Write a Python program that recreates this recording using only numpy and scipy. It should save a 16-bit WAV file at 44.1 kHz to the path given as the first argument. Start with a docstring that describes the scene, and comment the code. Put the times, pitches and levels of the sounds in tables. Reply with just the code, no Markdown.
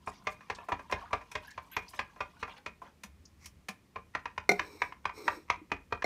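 """Pouring and stirring juice

Juice bubbles and spatters from a glass jar into a full glass pitcher on a kitchen counter.
A long spoon knocks the wall four or five times a second; the liquid damps the glass to a short clack.
The jar clinks and scrapes on the rim, then is set down empty and pushed along as the stirring goes on."""
import sys
import numpy as np
from scipy import signal
from scipy.io import wavfile
from scipy.ndimage import uniform_filter1d

SR = 44100
rng = np.random.default_rng(int(sys.argv[2]) if len(sys.argv) > 2 else 0)


def dump_mix(stems):
    """Bounce the given channels to the path in sys.argv[1] as a 16-bit WAV at rate SR."""
    frames = np.atleast_2d(stems).T  # one column per channel
    limited = np.clip(frames, -1, 1)  # hard clip at full scale
    pcm = np.round(limited * 32767).astype(np.int16)
    wavfile.write(sys.argv[1], SR, pcm)


N = 266805
EDGE_HZ = 15600


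def amp(db):
    return 10 ** (np.asarray(db) / 20)


def unit_rms(x):
    return x / np.sqrt(np.mean(x ** 2) + 1e-20)


def unit_energy(x):
    return x / np.sqrt(np.sum(x ** 2, -1, keepdims=True) + 1e-20)


def log_interp(points, hz):
    f, value = np.transpose(points)
    return np.interp(np.log(hz + 1), np.log(f + 1), value)


def add(mix, start_s, sound):
    part = mix[max(round(start_s * SR), 0):][:len(sound)]
    part += sound[:len(part)]


def colour(x, points):
    """Minimum-phase filter through (Hz, dB) points."""
    log_gain = np.log(amp(log_interp(points, abs(np.fft.fftfreq(4096, 1 / SR)))))
    taps = np.fft.ifft(np.exp(np.conj(signal.hilbert(log_gain)))).real
    return signal.fftconvolve(x, taps[:len(taps) // 2])[:len(x)]


def swell(start_s, length_s, attack_s, release_s):
    """Linear rise, hold until length_s, exponential fall."""
    t = np.arange(N) / SR - start_s
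    return np.clip(t / attack_s, 0, 1) * np.exp(-np.maximum(t - length_s, 0) / release_s)


def wander(depth_db, samples):
    """Smooth random gain."""
    return amp(depth_db * unit_rms(uniform_filter1d(rng.standard_normal(N), size=samples)))


def bubble(hz, cycles, glide):
    """A dying sine; with glide its pitch climbs, as a bubble's does near the surface."""
    turns = np.arange(int(5 * cycles * SR / hz) + 2) * hz / SR
    age = turns / cycles
    return np.sin(2 * np.pi * turns * (1 + glide * age)) * np.exp(-age) * (1 - np.exp(-turns))


def bubbles(per_s, hz, octaves, cycles, range_db):
    """A steady random stream of bubbles around one pitch, rms 1."""
    out = np.zeros(N)
    for when, pitch, size in rng.random((int(per_s * N / SR), 3)):
        pop = bubble(hz * 2 ** (octaves * (2 * pitch - 1)), cycles, glide=0.0068)
        add(out, when * N / SR, amp(range_db * size) * pop)
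    return unit_rms(out)


# Kitchen air. Each row: frequency in Hz, relative density in dB.
AIR_SPECTRUM = [(15, -47), (25, -6.5), (86, -2), (193, 2.5), (389, -9), (782, -17.5), (1050, -14),
                (1530, -21), (1900, -18), (2490, -20), (3260, -23.5), (6050, -26), (14300, -34),
                (15500, -34.5)]


def room_tone(pour_end_s=3.03):
    """Quiet air and a lumpy low rumble that swells briefly as the pour ends."""
    air = unit_rms(colour(rng.standard_normal(N), AIR_SPECTRUM))
    rumble_spectrum = [(20, -15.5), (45, -5.5), (78, 16), (130, -13), (260, -27.5), (600, -45)]
    rumble = unit_rms(colour(rng.standard_normal(N), rumble_spectrum)) * wander(3.5, samples=3000)
    lift = 1 + swell(pour_end_s, length_s=0.52, attack_s=0.013, release_s=0.04)
    return amp(-65) * air + amp(-69) * rumble * lift


# Surges, about one per turn of the spoon. Each row: start in seconds, gurgle in dB, spatter in dB.
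STREAM_SURGES = [(0.059, -74, -66), (0.56, -57, -69), (0.958, -49, -62), (1.412, -65, -58.5),
                 (1.852, -79, -61), (2.47, -61.5, -65), (2.81, -68, -64)]


def pour():
    """The stream gurgles in the pitcher's neck, resonant near 1 kHz, sheds larger bubbles and spatters."""
    neck = bubbles(per_s=90, hz=1000, octaves=0.17, cycles=7, range_db=16)
    gurgle = bubbles(per_s=600, hz=1450, octaves=1.15, cycles=5, range_db=20)
    blips = bubbles(per_s=45, hz=1500, octaves=0.8, cycles=12, range_db=14)
    spatter = bubbles(per_s=1800, hz=4200, octaves=0.7, cycles=9, range_db=20)
    mist = bubbles(per_s=3000, hz=10500, octaves=0.5, cycles=9, range_db=14)
    low = amp(-0.8) * neck + amp(-6) * gurgle + amp(-2.5) * blips
    high = amp(-9) * spatter + amp(-21.5) * mist
    flow = swell(0, length_s=2.53, attack_s=0.024, release_s=0.12)
    out = (amp(-68) * low + amp(-66.5) * high) * flow
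    for start_s, gurgle_db, spatter_db in STREAM_SURGES:
        surge = swell(start_s, length_s=0.071, attack_s=0.024, release_s=0.024)
        out += (amp(gurgle_db) * low + amp(spatter_db) * high) * surge
    return out


def burst(db, hz, octaves, length_s, count=130):
    """A clump of tiny bubbles popping."""
    out = np.zeros(SR // 4)
    for when, pitch, size in zip(rng.random(count), rng.standard_normal(count), rng.random(count)):
        pop = bubble(np.clip(hz * 2 ** (octaves * pitch), 500, EDGE_HZ), cycles=14.5, glide=0.006)
        add(out, when * length_s, amp(18 * size) * pop)
    return amp(db - 7.5) * unit_energy(out) * np.sqrt(length_s * SR)


# Loudest spray. Each row: start in seconds, relative level in dB, centre in Hz, spread in octaves,
# length in seconds.
SPRAY_BURSTS = [(0.062, -51.5, 6800, 0.47, 0.041), (0.133, -59, 5000, 0.22, 0.061),
                (0.302, -56, 8040, 0.57, 0.03), (0.547, -45, 5000, 0.4, 0.015),
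                (1.472, -55, 11600, 0.13, 0.01), (1.475, -46, 1690, 0.025, 0.048),
                (1.506, -48.5, 5600, 0.54, 0.011), (1.716, -47.5, 12350, 0.041, 0.025),
                (1.712, -46.5, 2430, 0.54, 0.037), (1.759, -51, 12500, .07, 0.013),
                (1.881, -45.5, 5100, 0.116, 0.011), (1.89, -51, 10500, 0.335, 0.019),
                (1.938, -49.5, 4750, .9, 0.044), (2.394, -51.5, 4060, 0.81, 0.027),
                (2.492, -48.5, 2930, 0.24, 0.034), (2.562, -47, 2250, 1, 0.023),
                (2.851, -50.5, 1610, 0.58, 0.027), (3.253, -47, 5760, 0.16, 0.0081)]


def spray(faint_count=14, faint_end_s=2.3):
    """Loud bursts of bubbles, with faint ones scattered over the strong part of the pour."""
    out = np.zeros(N)
    for start_s, *shape in SPRAY_BURSTS:
        add(out, start_s, burst(*shape))
    for k, (when, pitch) in enumerate(rng.random((faint_count, 2))):
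        faint = burst(db=-66.5, hz=8600 * 2 ** (pitch - 0.5), octaves=0.46, length_s=0.018)
        add(out, (k + when) / faint_count * faint_end_s, faint)
    return out


# Dense short-lived modes of glass and spoon. Each row: frequency in Hz, relative density in dB.
CLACK_SPECTRUM = [(100, -24.5), (400, -1.5), (900, 0.5), (1400, -4.5), (1900, -1), (2550, -2), (3000, -9.5),
                  (4200, -13), (6000, -17), (7500, -29.5), (10000, -38.5), (15000, -50.5)]


def strike(modes, ring, rise_s, scatter_db, detune, phase_spread, clack_db, clack_t60_s):
    """A blow on glass: modes weighted by where it lands, plus a clack; ring scales all decay times."""
    t = np.arange(SR // 2) / SR
    hz, db, t60 = np.transpose(modes)[:, :, None]
    phase = phase_spread * rng.random(hz.shape)
    weight = amp(db + scatter_db * rng.standard_normal(hz.shape))
    hz = hz * (1 + detune * rng.standard_normal(hz.shape))  # the wall's load shifts between blows
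    onset = 1 - np.exp(-(t / rise_s) ** 2)  # the bending wave fills the wall
    tones = unit_energy(np.sin(2 * np.pi * (hz * t + phase)) * amp(-60 * t / (t60 * ring)) * onset)
    body = unit_energy((weight * tones).sum(0))
    noise = rng.standard_normal(len(t)) * amp(-60 * t / (clack_t60_s * ring)) * (onset + 0.5)
    clack = unit_energy(colour(noise, CLACK_SPECTRUM))
    return unit_energy(body + amp(clack_db) * clack) * np.sqrt(0.03 * SR)  # energy of 30 ms at rms 1


# Filled pitcher. Each row: frequency in Hz, energy in dB, base t60 in seconds.
PITCHER_MODES = [(189.5, -23.5, 0.3), (266.5, -19.5, 0.22), (426, -21, 0.065), (469.5, -18.5, 0.12),
                 (635, -15, 0.12), (745, -17.5, 0.11), (823, -20, 0.093), (921, -12, 0.06),
                 (1010, -5.5, 0.063), (1041.5, -8, 0.048), (1179, -11.5, 0.064), (1354, -15.5, 0.031),
                 (1630, -16.5, .045), (1833, -15, 0.013), (2037, -23, 0.01), (2216, -24, 0.22),
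                 (2420, -13.5, 0.087), (2458.5, -15.5, 0.093), (2660, -38.5, 0.147)]
# Tone bands of a contact, in Hz.
BANDS_HZ = [450, 1000, 2000, 4800, 11000]


def pitcher(db, gains_db, ring):
    """One contact rings the pitcher, coloured by gains_db at BANDS_HZ."""
    blow = strike(PITCHER_MODES, ring, rise_s=0.0022, scatter_db=2.5, detune=0.017,
                  phase_spread=1, clack_db=-2.5, clack_t60_s=0.048)
    return amp(db + 1.5) * colour(blow, list(zip(BANDS_HZ, gains_db)))


# Spoon knocks, two a turn. Each row: start in seconds, relative level in dB, bass in dB, hardness in dB.
SPOON_KNOCKS = [(0.0725, -36, -3, -14.5), (0.269, -35.5, -3, 1), (0.499, -38, 0, 2), (0.719, -32.5, 0, -6),
                (0.9232, -33.5, 4.5, 0.5), (1.13, -31, -1.5, -4), (1.3528, -39.5, 3, 2.5),
                (1.5765, -42, -5, -5.5), (1.7653, -36, -0.5, 3.5), (1.991, -37, -2, 3),
                (2.205, -36, -3, -3), (2.4276, -38.5, -0.5, -3), (2.661, -46, 1.5, 6),
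                (3.9587, -40, 0, -10), (4.1498, -37, -2.5, 0.5), (4.2556, -39, -7, -5.5),
                (4.378, -38.5, -2.5, -1), (4.594, -35.5, -5, 1.5), (4.8179, -30.5, -11.5, -2),
                (4.9223, -48, -18, -5.5), (5.0537, -34.5, -3.5, -1), (5.0938, -44, -14, -8.5),
                (5.279, -28.5, -11, -3.5), (5.5, -30, -6.5, 0.5), (5.7168, -37.5, 6, 2.5),
                (5.924, -35, 2.5, -4.5), (6.022, -41, -10, -0.5)]
# A knock's top three bands. Each row: base gain in dB, dB per dB of hardness.
KNOCK_TREBLE = [(2.5, 0.73), (-0.93, 1.05), (1.5, 1.25)]


def spoon(low_grip_s=4.05, graze_s=0.024, rebound_s=0.06):
    """The spoon grazes, knocks and chatters on the wall; held lower, it knocks shorter and sharper."""
    out = np.zeros(N)
    for start_s, db, bass_db, hardness_db in SPOON_KNOCKS:
        mid_db, high_db, top_db = [base + slope * hardness_db for base, slope in KNOCK_TREBLE]
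        ring, lift_db = (0.98, 0) if start_s < low_grip_s else (0.59, 2)
        knock = pitcher(db, [bass_db, 0, mid_db + lift_db, high_db, top_db], ring)
        add(out, start_s, knock)
        for before, after in rng.random((3, 2)):
            add(out, start_s - before * graze_s, amp(-26.5) * (1 - before) * knock)
            add(out, start_s + after * rebound_s, amp(-21) * (1 - after / 2) * knock)
    return out


# Countertop. Each row: frequency in Hz, relative level in dB, t60 in seconds.
COUNTER_MODES = [(48.2, -9, 0.4), (75.9, -4.5, 0.28), (101, -1.5, 0.15), (141, -9.5, 0.12)]


def counter_boom():
    """Each spoon knock pushes the countertop, which answers with a soft boom."""
    out, t = np.zeros(N), np.arange(SR // 2) / SR
    onset = 1 - np.exp(-t / 0.0045)
    for start_s, db, bass_db, _ in SPOON_KNOCKS:
        boom = sum(amp(mode_db - 60 * t / t60) * np.sin(2 * np.pi * (hz * t + rng.random()))
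                   for hz, mode_db, t60 in COUNTER_MODES)
        add(out, start_s, amp(db + bass_db - 7) * boom * onset)
    return out


# Lumps of juice. Each row: start in seconds, relative level in dB, brightness in dB.
JUICE_PLOPS = [(0.4065, -57.5, 10), (0.5827, -49.5, -8), (0.6855, -36.5, -0.5), (0.7922, -47, 4),
               (0.897, -45, 0), (1.1071, -47, -6), (1.2113, -53.5, 8), (1.9342, -51, 7.5), (2.16, -54, 1),
               (2.4768, -46.5, 2), (2.8169, -45, -9.5)]


def plops():
    """Soft lumps drop into the neck and wake mostly the pitcher's resonance near 1 kHz."""
    out = np.zeros(N)
    for start_s, db, bright_db in JUICE_PLOPS:
        add(out, start_s, pitcher(db, [-3.5, -1, bright_db - 7, bright_db - 14, 6.5], ring=1.58))
    return out


# Rim on rim. Each row: start in seconds, relative level in dB, hardness in dB.
RIM_CLINKS = [(0.9121, -51, -8), (1.315, -56, -5.5), (3.0345, -55, -2.5), (3.457, -65, 9),
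              (3.685, -46.5, -5)]


def rim_clinks():
    """The jar taps the pitcher: a light, very bright contact of glass on glass."""
    out = np.zeros(N)
    for start_s, db, hard_db in RIM_CLINKS:
        add(out, start_s, pitcher(db, [-1.5, 1, 6.5, 16.5 + hard_db, 36.5 + hard_db], ring=1.15))
    return out


# Low thumps. Each row: start in seconds, relative level in dB, pitch in Hz.
LOW_THUMPS = [(3.041, -48.5, 192), (3.238, -61, 268), (3.69, -41.5, 192), (5.573, -52, 318),
              (5.615, -44.5, 310)]


def low_thumps():
    """Short low tones, near 190 to 320 Hz, ring for a few cycles and die away."""
    out = np.zeros(N)
    for start_s, db, hz in LOW_THUMPS:
        add(out, start_s, amp(db + 6.5) * bubble(hz, cycles=2.25, glide=0.0018))
    return out


# Rim dragging on rim. Each row: frequency in Hz, relative density in dB.
SCRAPE_SPECTRUM = [(300, -44), (1100, 1), (1500, -12), (2200, 7.5), (3200, -16), (5600, 0), (9000, -16),
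                   (15000, -21)]


def rim_scrape():
    """Tiny slips of glass on glass grow as the jar is drawn away."""
    slips = rng.standard_normal(N) * amp(4.2 * rng.exponential(1, N))
    drag = swell(start_s=3.385, length_s=0.079, attack_s=0.068, release_s=0.012)
    return amp(-56.5) * unit_rms(colour(slips, SCRAPE_SPECTRUM)) * drag


# Empty jar. Each row: frequency in Hz, energy in dB, base t60 in seconds.
JAR_MODES = [(190, -11.5, 0.29), (390, -8.5, 0.12), (414, -7, 0.36), (466, -6, 0.038), (524, -28.5, 0.062),
             (734, -3.5, 0.091), (833, -19, 0.2), (1470, -11, 0.15), (2115, 4.5, 0.082),
             (2127, -13.5, 0.12), (2380, -5.5, 0.032), (3690, -18, 0.034), (4150, -9.5, 0.057),
             (4340, -11, 0.013), (4880, -27, 0.028), (5480, -16, 0.029), (5780, -17.5, 0.035),
             (6900, -26.5, .035), (7600, -28, 0.029)]
# Landing, rocking back, late knock. 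Each row: start in seconds, relative level in dB, brightness in dB.
JAR_KNOCKS = [(4.4913, -21.5, -2), (4.5168, -27.5, -7.5), (6.0428, -26.5, -10.5)]


def jar_landing():
    """The jar hits the counter with a bright tick and rings briefly, damped by the hand."""
    out, t = np.zeros(N), np.arange(SR // 2) / SR
    grip = np.exp(-t / 0.04)
    tick_envelope = amp(-60 * t / 0.024) * np.clip(t / 0.00064, 0, 1)
    for start_s, db, bright_db in JAR_KNOCKS:
        blow = strike(JAR_MODES, ring=0.73, rise_s=0.0019, scatter_db=1.5, detune=0.00146,
                      phase_spread=0.45, clack_db=-14.5, clack_t60_s=0.018)
        tick = colour(rng.standard_normal(len(t)), [(3000, -21), (6000, 10.5), (13000, -1)])
        hit = grip * blow + amp(-10.5) * tick * tick_envelope
        add(out, start_s, amp(db + 3) * colour(hit, [(800, 0.0075), (2000, bright_db)]))
    return out


def counter_thud():
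    """The countertop gives for a few low cycles as the jar first touches down."""
    out = np.zeros(N)
    add(out, JAR_KNOCKS[0][0], amp(-36.5) * bubble(hz=160, cycles=4.5, glide=0))
    return out


# Sliding jar. Each row: centre in Hz, width in Hz, relative level in dB.
RUB_RESONANCES = [(1020, 270, 7), (2280, 170, 9), (4060, 280, 2.5), (4750, 230, -6.5), (5460, 220, 5),
                  (6580, 350, -6), (7850, 180, -5), (8540, 300, -5.5), (9700, 200, -12.5),
                  (11600, 350, -13), (13160, 360, -8), (14750, 300, -12.5)]
# Pushes. Each row: start in seconds, length in seconds, relative rub in dB, judder in dB.
JAR_PUSHES = [(4.529, 0.34, -61, -56.5), (5.126, 0.24, -56, -52.5)]


def jar_sliding():
    """Tiny slips on the grainy counter give a rub with many narrow peaks, over a lumpy low judder."""
    hz = np.geomspace(300, EDGE_HZ, 600)
    centre, width, db = np.transpose(RUB_RESONANCES)[:, :, None]
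    peaks = amp(db) / (1 + ((hz - centre) / width) ** 2)
    power = (peaks ** 2).sum(0) + amp(-21) ** 2
    catching = wander(1.9, samples=500)  # the base catches unevenly
    slips = rng.standard_normal(N) * amp(2.4 * rng.exponential(1, N)) * catching
    rub = unit_rms(colour(slips, np.c_[hz, 10 * np.log10(power)]))
    judder = bubbles(per_s=190, hz=394, octaves=0.47, cycles=2.7, range_db=17)  # short low rings
    out = np.zeros(N)
    for start_s, length_s, rub_db, judder_db in JAR_PUSHES:
        push = swell(start_s, length_s, attack_s=0.048, release_s=0.034)
        out += (amp(rub_db + 2) * rub + amp(judder_db) * judder) * push
    return out


# Room decay. Each row: frequency in Hz, t60 in seconds.
KITCHEN_T60 = [(100, 0.5), (300, 0.26), (1000, 0.22), (2500, 0.23), (6000, 0.14), (14000, 0.23)]


def kitchen(x, early_db, tail_db):
    """Near surfaces give a few quick echoes; the room adds a short tail."""
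    t = np.arange(SR // 2) / SR
    taps = rng.choice([-1., 1.], len(t)) * (rng.random(len(t)) < 4000 / SR)
    build_up = np.clip(t / 0.0091, 0, 1) ** 2
    hz, when, spectra = signal.stft(taps * build_up, SR, nperseg=256)
    decay = amp(-60 * when / log_interp(KITCHEN_T60, hz)[:, None])
    tail = signal.istft(spectra * decay, SR, nperseg=256)[1][:len(t)]
    early = np.zeros(len(t))
    add(early, 0.004, rng.standard_normal(SR // 50) * (rng.random(SR // 50) < 0.02))
    response = amp(early_db) * unit_energy(early) + amp(tail_db) * unit_energy(tail)
    return signal.fftconvolve(x, response)[:N]


def scene():
    near = spoon() + plops() + rim_clinks() + rim_scrape()
    near += jar_landing() + counter_thud() + jar_sliding()
    near += pour() + spray() + low_thumps()
    return (near + kitchen(near, early_db=-15, tail_db=-11) + counter_boom() + room_tone())[None]


def record(dry):
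    """Low-pass at EDGE_HZ."""
    taps = signal.firwin(511, EDGE_HZ, window=("kaiser", 9), fs=SR)
    return signal.oaconvolve(dry, taps[None], "same")


dry = scene()
out = record(dry)
dump_mix(out)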